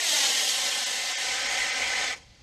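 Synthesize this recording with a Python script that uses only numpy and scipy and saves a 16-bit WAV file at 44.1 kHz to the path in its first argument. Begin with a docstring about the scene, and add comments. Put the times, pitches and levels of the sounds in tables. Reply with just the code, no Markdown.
"""A small solid-fuel rocket climbs from a low microphone over a stubble field: shaped noise, jet first.
The jet starts bright and dulls with distance, its ground echoes ever later, stalks scattering it after.
From about 1.1 s a light wind, low-passed lumpy noise, rumbles louder on the microphone.
Near 2.15 s the jet cuts off and the emptying chamber hisses briefly; a faint steady hiss,
there all along, is left as the rocket coasts, over the constant hush of the field."""
import sys
import numpy as np
from scipy import signal
from scipy.fft import rfft, irfft, next_fast_len
from scipy.io import wavfile
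from scipy.ndimage import uniform_filter1d, map_coordinates

SR = 44100
rng = np.random.default_rng(int(sys.argv[2]) if len(sys.argv) > 2 else 0)


def convert_level_to_amplitude(level_db):
    """Map a level in decibels to its linear amplitude factor."""
    exponent = np.asarray(level_db, float) / 20
    return 10 ** exponent


def transcribe(signal):
    """Save signal, clipped to [-1, 1], as a 16-bit WAV file at the path in sys.argv[1]."""
    frames = np.atleast_2d(signal).T
    limited = np.clip(frames, -1, 1)
    pcm = np.round(limited * 32767).astype(np.int16)
    wavfile.write(sys.argv[1], SR, pcm)


N = 106942  # samples
T_S = np.arange(N) / SR


def unit(x):
    """Scales to rms 1."""
    return x / np.sqrt(np.mean(x ** 2) + 1e-20)


def along(points, hz):
    """Interpolates (Hz, value) points on a log-frequency axis."""
    f, v = np.transpose(points)
    return np.interp(np.log(hz + 1), np.log(f + 1), v)


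def column(rows, t_s, index):
    """Interpolates one column of a table whose first column is time."""
    columns = np.transpose(rows)
    return np.interp(t_s, columns[0], columns[index])


def wobble(knots_per_s):
    """Smooth random curve: a spline through Gaussian noise."""
    return map_coordinates(rng.standard_normal(400), [np.arange(N) * knots_per_s / SR])


def filtered(x, response):
    """Multiplies the spectrum of x by a response of frequency in Hz."""
    m = next_fast_len(N + 8192)
    return irfft(rfft(x, m) * response(np.fft.rfftfreq(m, 1 / SR)), m)[..., :N]


def noise(spectrum):
    """Coloured Gaussian noise of rms 1."""
    return unit(filtered(rng.standard_normal(N), lambda hz: convert_level_to_amplitude(along(spectrum, hz))))


# jet course: t/s, level/dB, dullness (0 = near colour, 1 = far colour)
JET_COURSE = [(0, -29.5, 0.36), (.06, -27, 0.052), (.12, -25.5, .02), (.17, -25, 0.085), (.25, -24.5, 0.19),
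              (.29, -26, 0.17), (.4, -26, 0.13), (.5, -26, 0.012), (.62, -29, 0.28), (.87, -30.5, 0.25),
              (1.03, -31, 0.43), (1.2, -31, 0.56), (1.35, -29.5, 0.73), (1.45, -30, 0.88), (1.6, -28, 0.82),
              (1.74, -30, 1.06), (1.85, -29.5, .98), (2.0, -29, 1), (2.1, -31.5, 0.98),
              (2.134, -33.5, 1.13), (2.144, -39.5, 1.2), (2.154, -48, 1.2), (2.18, -93, 0.95)]
# jet spectral density, near and far: f/Hz, relative density/dB
NEAR_COLOUR = [(70, -68), (120, -45), (200, -21.5), (300, -21), (500, -14.5), (800, -9.5), (1250, -17),
               (1550, -14.5), (1900, -6.5), (2450, -8.5), (3300, -2), (3900, -2.5), (4650, -4.5),
               (6500, -5.5), (8200, -7), (9500, -17), (10900, -14.5), (13000, -23), (15200, -30)]
FAR_COLOUR = [(70, -60), (120, -39), (200, -25), (300, -24), (500, -15), (780, -12.5), (1050, -19),
              (1300, -14), (1600, -11.5), (2070, -2.5), (2350, -3.5), (2600, -10), (3300, -11),
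              (4200, -11.5), (6560, -15), (8500, -19.5), (9500, -32), (12000, -35.5), (15200, -53)]


def jet():
    """Turbulent jet noise: randomly patchy in time and frequency, duller far off, unsteady with the burn."""
    flicker_db, flutter_db = 0.38, 0.57  # slow and fast unsteady burning
    patchy_db = 1.1  # random patchiness across time and frequency
    hz, frame_s, z = signal.stft(rng.standard_normal(N), SR, nperseg=512)
    dull = column(JET_COURSE, frame_s, 2)
    near_db = along(NEAR_COLOUR, hz)[:, None]
    far_db = along(FAR_COLOUR, hz)[:, None]
    colour = convert_level_to_amplitude(near_db * (1 - dull) + far_db * dull)
    colour = colour / np.sqrt(np.mean(colour ** 2, axis=0))
    patches = uniform_filter1d(rng.standard_normal(z.shape), size=5, axis=0)
    patches = unit(uniform_filter1d(patches, size=10, axis=1))
    hiss = signal.istft(z * colour * convert_level_to_amplitude(patchy_db * patches), SR, nperseg=512)[1][:N]
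    level_db = column(JET_COURSE, T_S, 1) + flicker_db * wobble(12.12) + flutter_db * wobble(130)
    return unit(hiss) * convert_level_to_amplitude(level_db)


# hiss level after burnout: t/s, level/dB
TAIL_LEVEL = [(2.12, -80), (2.145, -49), (2.18, -47), (2.192, -57), (2.23, -59), (2.26, -72), (2.32, -95)]
# its spectral density: f/Hz, relative density/dB
TAIL_COLOUR = [(100, -30), (250, -1), (800, -2), (1300, -10), (2200, 1.5), (3500, -5.5), (6500, -5),
               (9000, -16), (15000, -38)]


def tail_off():
    """Flatter, weak hiss of the chamber emptying after burnout."""
    level_db = column(TAIL_LEVEL, T_S, 1) + 1.5 * wobble(90)
    return noise(TAIL_COLOUR) * convert_level_to_amplitude(level_db) * (T_S > TAIL_LEVEL[0][0])


# coasting hiss: f/Hz, relative density/dB
COAST_COLOUR = [(100, -28), (200, -27), (400, -20), (800, -22), (1430, -34), (2100, -15.5), (2600, -20.5),
                (4700, -17.5), (7000, -25.5), (10000, -39), (15000, -52)]


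def coasting():
    """Faint steady rocket hiss, present throughout and bared by burnout."""
    return convert_level_to_amplitude(-60) * noise(COAST_COLOUR)


# ground echoes: lag with rocket overhead/ms, signed gain overhead, half-amplitude f/Hz (soil absorbs above)
GROUND_ECHOES = [(3.872, 0.6, 920), (3.56, -0.22, 3700), (3.77, 0.29, 12000), (3.99, 0.43, 6800),
                 (4.24, -0.26, 9400)]


def ground(x):
    """Ground echoes: lag follows the sine of elevation; low elevation weakens them."""
    start_m, speed_m_s, push_m_s2, pad_m = 2.19, 11.96, 47, 2.46  # pad_m: horizontal distance
    waver_ms, grazing_power, fitful_db = 0.025, 1.3, 1  # moving air; low-angle loss; unsteadiness
    height_m = start_m + speed_m_s * T_S + 0.5 * push_m_s2 * T_S ** 2
    sine = height_m / np.hypot(height_m, pad_m)
    drift_ms = waver_ms * wobble(5.8)
    echoes = 0
    for overhead_ms, gain, soil_hz in GROUND_ECHOES:
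        soft = filtered(x, lambda hz: 1 / (1 + (hz / soil_hz) ** 2))
        lag_s = (overhead_ms * sine + drift_ms) / 1000
        echoes = echoes + gain * map_coordinates(soft, [(T_S - lag_s) * SR], mode="mirror")
    return sine ** grazing_power * convert_level_to_amplitude(fitful_db * wobble(9.01)) * echoes


def stubble(x):
    """Short decaying random scatter from stalks; patterns crossfade as the rocket moves."""
    start_ms, t60_s, level_db, renew_s = 4.3, 0.023, -13, 0.242
    t = np.arange(SR // 20) / SR - start_ms / 1000
    tails = rng.standard_normal((16, len(t))) * convert_level_to_amplitude(-60 * t / t60_s) * (t > 0)
    tails = tails / np.linalg.norm(tails, axis=1, keepdims=True)
    turn = T_S / renew_s - np.arange(16)[:, None]
    parts = x * np.cos(np.pi / 2 * np.clip(turn, -1, 1))
    scatter = signal.fftconvolve(parts, tails, axes=1).sum(axis=0)[:N]
    return convert_level_to_amplitude(level_db) * scatter


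# resonances of the microphone recess: f/Hz, width/Hz, extra gain
CAVITY_MODES = [(2050, 110, 0.24), (3223, 63, 0.32), (6430, 220, 0.57)]


def housing(hz):
    """Response of the recess resonances and a short echo off the microphone's housing."""
    echo_ms, echo_gain = 0.835, -0.05
    rings = 0
    for centre_hz, width_hz, gain in CAVITY_MODES:
        damping = 1j * hz * width_hz
        rings = rings + gain * damping / (centre_hz ** 2 - hz ** 2 + damping)
    return (1 + rings) * (1 + echo_gain * np.exp(-2j * np.pi * hz * echo_ms / 1000))


# wind rumble: t/s, level/dB
WIND_LEVEL = [(0.0, -73.5), (1.13, -66.5), (1.41, -59), (1.43, -63), (1.5, -55), (1.56, -65), (1.6, -56),
              (1.73, -62), (1.83, -55.5), (1.93, -57), (2.26, -58), (2.3, -54), (2.33, -63), (2.42, -57)]
# its spectral density: f/Hz, relative density/dB
RUMBLE_COLOUR = [(8.8, -35), (15, -10.5), (65, 1.5), (108, -2), (161, -9.5), (200, -7.5), (260, -38),
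                 (440, -120)]


def wind():
    """Low lumpy wind noise on the microphone."""
    gusty_db = 1.5
    return noise(RUMBLE_COLOUR) * convert_level_to_amplitude(column(WIND_LEVEL, T_S, 1) + gusty_db * wobble(9.1))


# open-air hush: f/Hz, relative density/dB
FIELD_COLOUR = [(100, -26), (200, -5), (400, -11.5), (900, -12), (2000, -12), (6000, -24), (15000, -50)]


def field_hush():
    """Constant open-air background noise."""
    return convert_level_to_amplitude(-66.5) * noise(FIELD_COLOUR)


def scene():
    """Rocket with echoes through the housing, plus wind and field."""
    rocket = jet() + tail_off() + coasting()
    heard = filtered(rocket + ground(rocket) + stubble(rocket), housing)
    return (heard + wind() + field_hush())[None]


# moments of thinning: t/s, half-width/s, mean drop-out limit/dB under the strongest band
THIN_MOMENTS = [(0.852, 0.015, 11.5), (1.143, 0.016, 10), (1.167, 0.015, 8), (1.44, 0.012, 24),
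                (1.483, 0.011, 14.5), (1.717, 0.012, 24), (2.228, 0.012, 21)]


def thinned(x):
    """Briefly attenuates bands far under the strongest one."""
    depth_db, scatter_db, knee_db = -16, 5.5, 4  # scatter: of the limit, band to band
    hz, frame_s, z = signal.stft(x, SR, nperseg=512, noverlap=448)
    lucks = rng.standard_normal((len(THIN_MOMENTS), len(hz)))
    for (at_s, half_s, under_db), luck in zip(THIN_MOMENTS, lucks):
        shape = np.cos(np.pi / 2 * np.clip((frame_s - at_s) / half_s, -1, 1)) ** 2
        power = uniform_filter1d(np.abs(z) ** 2 @ shape, size=4, axis=-1)
        below_db = 10 * np.log10(power.max() / (power + 1e-20))
        limit_db = under_db + scatter_db * unit(uniform_filter1d(luck, size=4))
        weak = np.clip((below_db - limit_db) / knee_db + 0.5, 0, 1)
        z = z * convert_level_to_amplitude(depth_db * weak[..., None] * shape)
    return signal.istft(z, SR, nperseg=512, noverlap=448)[1][..., :N]


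def roll_off(x):
    """The treble ends steeply here."""
    return signal.sosfilt(signal.butter(12, 15180, fs=SR, output="sos"), x)


def record(dry):
    """Brief thinning, then a steep treble limit."""
    top_hz = 15180
    mix = filtered(thinned(dry), lambda hz: hz < top_hz)
    return roll_off(mix)


dry = scene()
out = record(dry)
transcribe(out)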